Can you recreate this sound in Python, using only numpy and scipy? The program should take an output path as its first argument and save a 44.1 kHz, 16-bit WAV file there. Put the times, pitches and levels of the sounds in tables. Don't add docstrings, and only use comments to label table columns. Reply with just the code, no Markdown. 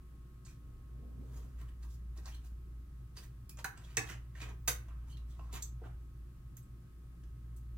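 import sys
import numpy as np
from scipy import signal
from scipy.fft import rfft, irfft, next_fast_len
from scipy.io import wavfile
from scipy.ndimage import uniform_filter1d

SR = 44100
rng = np.random.default_rng(int(sys.argv[2]) if len(sys.argv) > 2 else 0)


def output_pcm(signal):
    pcm = np.clip(np.atleast_2d(signal).T, -1, 1) * 32767
    wavfile.write(sys.argv[1], SR, np.round(pcm).astype(np.int16))


def attenuation_scalar(level_db):
    decades = np.asarray(level_db, float) / 20
    return 10 ** decades


N = 342954
t = np.arange(N) / SR


def screwdriver():
    ticks = steel(tick_forces(), damping=1.5)
    rubs = steel(rub_forces(), damping=2.05)
    return ticks + rubs + pings()


# (time [s], peak [dB], housing share [dB], plate share [dB], sizzle share [dB])
CRISP_TICKS = [(0.4497, -53.5, -20, -25, -21), (2.1745, -50, -18, -43, -34), (2.256, -42.5, -11, -20, -15),
               (3.1675, -48.5, -4.5, -14, -15), (3.494, -49, -12, -13, 5), (3.643, -37.5, -4, -7, 4.5),
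               (3.7742, -53.5, -8, -10, -17), (3.9692, -25.5, -14, -13, -4.5), (4.351, -61, -4, -3, -42),
               (4.4167, -42, -6, -7, -30), (4.8827, -63.5, 9, 1, -4), (5.1715, -60.5, -16, 0, -1),
               (5.3925, -63.5, 16.5, -4, -18), (5.5277, -49, -19, -20, 1), (5.622, -37.5, -48.5, -30, -19),
               (7.2355, -62, -18, -1, -20.5)]
DRAGGED_TICKS = [
    (1.824, -58, -27, -28, -24),
    (2.4417, -67, 0, -30, 4),
    (3.5702, -61.5, 4, 3.5, -2),
    (3.5853, -50, 2, -1, -7),
    (3.8381, -61, -14, -20, -21),
    (4.6755, -25, -10.5, -5.5, 1),
    (6.568, -62.5, -20, -3, 4),
    (7.5631, -68.5, -8, -24, 11),
]


def tick_forces():
    push = np.zeros((4, N + SR))
    for rows, contact_s in (CRISP_TICKS, 0.0019), (DRAGGED_TICKS, 0.0058):
        for s, db, *shares_db in rows:
            shares = np.array([[0.008, *shares_db]]).T
            push[:, round(s * SR):][:, :SR // 8] += attenuation_scalar(db - 7.5 + shares) * swell(contact_s)
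    return push[:, :N] * rng.standard_normal(N)


# (time [s], fade [s], level [dB], housing share [dB], plate share [dB])
SCRAPES = [
    (.47, 0.072, -65, -9, -3.5),
    (2.262, 0.11, -64.5, -1, -3),
    (3.175, 0.054, -56.5, -8.5, -3.5),
    (4.02, 0.053, -60.5, 7, -4),
    (4.355, 0.06, -76, 10, 1),
    (4.89, 0.043, -81, 2, 11),
    (5.174, 0.007, -69, -2, -15),
    (5.302, 0.1, -74.5, -36, -29),
    (5.532, 0.045, -57, -6, -17),
    (5.555, 0.017, -52.5, -2, 2),
]
TURNS = [(3.782, 0.052, -72.5, 5.5, 6), (3.844, 0.027, -76, 5, -16), (3.91, 0.14, -70, -2, 4),
         (4.102, 0.047, -55, -3.5, 6), (4.15, 0.051, -80.5, 17, 18), (4.425, 0.06, -59, -3.5, 7),
         (4.49, 0.048, -69, 11, 8), (5.0, 0.53, -99.5, 22, 19.5), (5.108, 0.046, -67, -20, -17),
         (5.44, 0.15, -79.5, 8.5, -1), (5.566, 0.041, -60, 5.5, 9), (5.858, 0.048, -76.5, 19, 10)]
SKIDS = [(1.375, 0.21, -72.5, 3, -0.5), (1.607, 0.042, -70, 0, 5), (1.68, 0.042, -78, 3, 8),
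         (1.838, 0.03, -70.5, 1, 2.5), (1.905, 0.044, -70, -29, -23), (1.945, 0.027, -70.5, -29, -27),
         (2.18, 0.038, -70, 6, 3), (2.288, .04, -73.5, -11, 6), (2.35, 0.019, -68, -12, -2),
         (2.46, 0.044, -70, -9, -0.5), (3.235, 0.025, -63.5, -3.5, 0)]


def rub_forces():
    # strokes, rise time over fade time, sizzle share [dB]
    kinds = [(SCRAPES, 0.32, -3.5), (TURNS, 0.96, -4), (SKIDS, 0.88, 1.5)]
    pressure = np.zeros((4, N))
    for rows, rise, sizzle_db in kinds:
        for s, fade, db, *shares_db in rows:
            shares = np.array([[0.014, *shares_db, sizzle_db]]).T
            pressure += attenuation_scalar(db + shares) * stroke(s, fade, rise)
    fine = unit(uniform_filter1d(rng.standard_normal(N), size=40))
    coarse = unit(uniform_filter1d(rng.standard_normal(N), size=400))
    grit = attenuation_scalar(3.5 * fine + 1.77 * coarse)
    return pressure * unit(grit * patchy(count=1, patchy_db=-2.3))


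# (pitch [Hz], width [Hz], level [dB])
STEEL_MODES = [(790, 27, -18), (1140, 210, -6), (1610, 44, 5), (1920, 200, 5.5), (2540, 220, -1.5),
               (4450, 1300, -1), (6200, 720, 1), (8000, 81, -2), (12000, 3600, 1)]
PART_REGIONS = [5000, 750, 2000, 12000]


def steel(force, damping):
    def region(f):
        ring = 0.74 + sum(attenuation_scalar(db) * peak(f, hz, damping * width_hz) for hz, width_hz, db in STEEL_MODES)
        return np.array([np.exp(-(np.log2((f + 1) / centre) / 0.86) ** 4) for centre in PART_REGIONS]) * ring

    power = np.mean(np.abs(region(np.linspace(0, SR / 2, 4000))) ** 2, axis=1, keepdims=True)
    return filtered(force, lambda f: region(f) / np.sqrt(power)).sum(axis=0)


# (time [s], peak [dB], pitch [Hz], contact [s])
RINGS = [(.452, -55, 6800, .007), (.477, -63.5, 2460, 0.0045), (0.447, -58, 8150, 0.0055),
         (2.26, -59, 790, 0.0068), (2.344, -55.5, 4170, 0.0031), (3.169, -47.5, 4820, 0.0032),
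         (3.505, -63.5, 2470, 0.0072), (3.644, -36, 6100, 0.0011), (3.644, -44, 4000, 0.001),
         (3.645, -45, 790, 0.0035), (3.775, -52, 8000, 0.0013), (3.97, -30.5, 2540, 0.0019),
         (3.971, -45.5, 790, 0.009), (3.971, -45, 1114, 0.0085), (3.9689, -26.5, 5870, 0.001),
         (3.97, -28.5, 8000, 0.00081), (4.41, -46, 2500, 0.0091), (4.41, -54, 5800, 0.003),
         (4.677, -29, 6200, 0.0045), (4.678, -39.5, 2134, 0.011), (4.678, -42, 1554, .0076),
         (5.092, -61, 3060, 0.02), (5.172, -64, 2830, 0.0037), (5.118, -59, 4300, 0.0078),
         (5.17, -52, 3840, 0.00088), (5.385, -59, 1070, 0.017), (5.393, -58.5, 2700, 0.0018),
         (6.628, -59.5, 8000, 0.0018), (5.622, -36, 7480, 0.0022), (5.622, -36, 6380, .0031)]
CLANKS = [(1.611, -56.5, 1184, 0.0091), (1.841, -60.5, 1060, 0.0072), (2.311, -57.5, 3080, .019),
          (3.571, -49, 6900, .0012), (3.644, -29, 1630, 0.0021), (3.971, -26, 1650, 0.002),
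          (3.972, -26, 1740, 0.0037), (3.971, -28.5, 2106, 0.0049), (4.351, -50, 1770, .0027),
          (4.68, -48.5, 490, .008), (4.43, -57.5, 410, .03), (4.89, -59.5, 1160, .017),
          (5.489, -57.5, 1120, 0.0063), (3.645, -38, 1063, 0.0046), (3.835, -58, 3440, 0.0098),
          (5.3, -65, 3500, 0.017), (3.493, -51, 5600, 0.0024), (3.645, -42.5, 2520, .002),
          (3.972, -44, 292, .01), (4.679, -39.5, 1546, .008), (5.546, -45, 6760, 0.0072),
          (5.528, -45, 7600, 0.0019), (.451, -60, 4400, .005), (5.54, -50, 12800, 0.0087),
          (5.6225, -42, 13000, 0.0037), (6.568, -47.5, 6400, 0.0013), (6.568, -45, 13000, .0015),
          (7.564, -61.5, 7800, .003)]
# broad, short pings, same columns; the 120 Hz row at 3.972 s pushes the bench top's low modes
BROAD_PINGS = [(3.493, -42, 11700, .001), (3.972, -48, 120, 0.0027), (4.678, -37, 11000, 0.0041),
               (5.813, -56, 660, 0.012), (5.85, -60, 804, .012), (5.815, -52.5, 198, .012),
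               (5.837, -55, 1500, .003), (5.858, -62, 1390, 0.0036), (5.89, -62, 1520, .011),
               (6.569, -55, 10000, 0.0017), (7.5637, -51, 10000, .0005)]


def pings():
    out = np.zeros(N + SR)
    f = np.fft.rfftfreq(SR // 4, 1 / SR)
    for rows, q in (RINGS, 13.2), (CLANKS, 4), (BROAD_PINGS, 2.2):
        shake = rng.standard_normal(N + SR)
        for s, db, hz, contact_s in rows:
            push = swell(contact_s) * shake[round(s * 100) * 441:][:SR // 8]
            ping = irfft(rfft(push, SR // 4) * peak(f, hz, hz / q) ** 2)
            out[round(s * SR):][:len(ping)] += attenuation_scalar(db + 1) * ping / np.abs(ping).max()
    return out[:N]


# (time [s], peak [dB])
THUDS = [(2.177, -59), (3.171, -59), (3.641, -50), (3.969, -36.5), (4.097, -48.5), (4.415, -48.5),
         (4.446, -51), (4.486, -49.5), (4.675, -43.5), (5.389, -59.5), (5.53, -47.5), (5.561, -57),
         (5.813, -51), (5.851, -52), (5.88, -56)]
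# (pitch [Hz], width [Hz], level [dB])
BENCH_MODES = [(111, 19, 8.5), (135.5, 38, 5.5), (237, 69, -1.5), (333, 62, 1.5), (448, 23, 4),
               (515, 12, -9)]


def bench():
    blows = np.zeros(N + SR)
    for s, db in THUDS:
        blows[round(s * SR):][:SR // 8] += attenuation_scalar(db + 18.5) * swell(0.0032)

    def wood(f):
        return sum((-1) ** k * attenuation_scalar(db) * peak(f, hz, width_hz)
                   for k, (hz, width_hz, db) in enumerate(BENCH_MODES))

    return filtered(blows[:N] * rng.standard_normal(N), wood)


# (time [s], fade [s], level [dB])
PALM_SLIDES = [
    (0.63, 0.97, -64),
    (0.94, 0.83, -65),
    (1.03, 0.32, -56.5),
    (1.2, 0.42, -60.5),
    (1.36, 0.14, -58),
    (1.616, 0.07, -59),
]


def palm():
    rub = patchy(count=1, patchy_db=-1.5)[0]
    skin = filtered(rub, lambda f: peak(f, 239, 150) ** 2 + 0.36 * peak(f, 385, 115) ** 2)
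    return sum(attenuation_scalar(db - 4.5) * stroke(s, fade, rise=0.052) for s, fade, db in PALM_SLIDES) * unit(skin)


# (pitch [Hz], level [dB])
HUM = [(58.5, -48.5), (58.82, -54)]
# (pitch [Hz], level [dB])
BUZZ = (360.7, -79)
# (pitch [Hz], width [Hz], level [dB])
DRONES = [(54.46, 1.55, -61), (75, 4.6, -69.5), (117.7, 0.99, -60), (124.7, 5.2, -61.5)]
WHINES = [1087, 1270]
# (time [s], lower whine [dB], upper whine [dB])
WHINE_SWELL = [(0, -77, -78), (1, -77, -78), (2.2, -81, -80), (4.4, -81, -79.5), (5.4, -78, -78.5),
               (6.2, -81, -79.5), (7.78, -82, -78.5)]


def motor():
    loudest_s = 2.0
    hum = sum(2 ** .5 * attenuation_scalar(db) * np.cos(2 * np.pi * hz * (t - loudest_s)) for hz, db in HUM)
    buzz_hz, buzz_db = BUZZ
    hum = hum + 2 ** .5 * attenuation_scalar(buzz_db) * np.sin(2 * np.pi * buzz_hz * t)
    for hz, width_hz, db in DRONES:
        drone = filtered(rng.standard_normal(N), lambda f: peak(f, hz, width_hz) ** 2)
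        hum = hum + attenuation_scalar(db) * unit(drone)
    lag_s = np.array([[-6e-5], [6e-5]])
    whines = sum(attenuation_scalar(db) * np.sin(2 * np.pi * hz * (t + lag_s))
                 for hz, db in zip(WHINES, curves(WHINE_SWELL)))
    return hum + whines


# (pitch [Hz], t60 [s])
SHOP_T60 = [(300, 0.39), (2000, 0.33), (7000, 0.22), (14000, 0.24)]


def shop(x):
    hz, s, z = signal.stft(rng.standard_normal((5, 2, SR // 2)), SR, nperseg=256)
    late = attenuation_scalar(-60 * s / along(SHOP_T60, hz)[:, None])
    early = 0.85 * attenuation_scalar(-60 * s / 0.12)
    tails = signal.istft(z * (late + early), SR, nperseg=256)[1]
    place = (t // .11).astype(int) % len(tails)
    wet = np.zeros((2, N + tails.shape[-1] - 1))
    for k, tail in enumerate(tails):
        wet += signal.fftconvolve(x[None] * (place == k), tail / np.linalg.norm(tail[0]), axes=1)
    return np.pad(wet, ((0, 0), (90, 0)))[:, :N]


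# (pitch [Hz], density [dB per Hz])
RUMBLE = [(12, -55), (22, -4.5), (45, -1.5), (96, -6), (129, -2.5), (209, -16), (330, -19.5), (440, -29.5),
          (560, -33.5), (1000, -37.5), (1180, -32.5), (1350, -35.5), (3000, -46.5), (6600, -120)]
# (pitch [Hz], likeness [-1 to 1])
RUMBLE_ALIKE = [(60, 1.0), (130, 0.92), (290, 0.82), (640, 0.075), (1410, 0.14), (3100, -0.58),
                (6820, -0.09), (15000, -0.08)]


def room_rumble():
    def mid_side(hz):
        turn = np.arccos(np.clip(along(RUMBLE_ALIKE, hz), -1, .99)) / 2
        return attenuation_scalar(along(RUMBLE, hz)) * [np.cos(turn), np.sin(turn)]

    mid, side = filtered(patchy(count=2, patchy_db=0.76), mid_side)
    return attenuation_scalar(-56) * unit(np.array([mid + side, mid - side]))


# (pitch [Hz], density [dB per Hz])
HISS = [(880, -65), (1500, -3.5), (2270, -11), (2440, -8.5), (5600, -12.5), (14800, -11.5), (16000, -18)]


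def microphone_hiss():
    return attenuation_scalar(-76.0) * unit(filtered(rng.standard_normal((2, N)), lambda hz: attenuation_scalar(along(HISS, hz))))


def swell(contact_s):
    x = np.arange(SR // 8) / SR / max(contact_s, 2e-4)
    return x * np.exp(1 - x)


def stroke(s, fade, rise):
    climb = (s - t) / (fade * max(rise, .02))
    return attenuation_scalar(-20 * np.minimum(np.maximum((t - s) / fade, climb), 5))


def patchy(count, patchy_db):
    z = signal.stft(rng.standard_normal((count, N)), nperseg=512)[2]
    field = uniform_filter1d(rng.standard_normal(z.shape[1:]), 5, 0)
    field = uniform_filter1d(field, 8, 1)
    return unit(signal.istft(z * attenuation_scalar(patchy_db * unit(field)), nperseg=512)[1][:, :N])


def peak(f, hz, width_hz):
    return 1j * f * width_hz / (hz * hz - f * f + 1j * f * width_hz)


def filtered(x, response):
    m = next_fast_len(N + SR // 2)
    return irfft(rfft(x, m) * response(np.fft.rfftfreq(m, 1 / SR)), m)[..., :N]


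def along(points, hz):
    f, v = np.transpose(points)
    return np.interp(np.log(hz + 1), np.log(f + 1), v)


def curves(rows):
    s, *cols = np.transpose(rows)
    return np.array([np.interp(t, s, c) for c in cols])


def unit(x):
    return x / np.sqrt(np.mean(x ** 2) + 1e-20)


def scene():
    work = screwdriver()
    body = palm() + bench()
    lag_s, lag_top = 9e-5, 1.8

    def arrival(f):
        lag = lag_top * np.tanh(2 * np.pi * f * lag_s / lag_top)
        return np.exp(-1j * lag * np.array([[1], [0]]))

    direct = attenuation_scalar([[-2], [1.5]]) * attenuation_scalar(-1.46) * filtered(work + body, arrival)
    echo = attenuation_scalar([[-1], [1]]) * attenuation_scalar(-2.5) * shop(work + attenuation_scalar(-0.5) * body)
    return direct + echo + motor() + room_rumble() + microphone_hiss()


def band_limit(x):
    return signal.sosfilt(signal.butter(12, 16540, fs=SR, output="sos"), x)


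def record(dry):
    mix = filtered(dry, lambda hz: hz < 16000)
    return band_limit(mix)


dry = scene()
out = record(dry)
output_pcm(out)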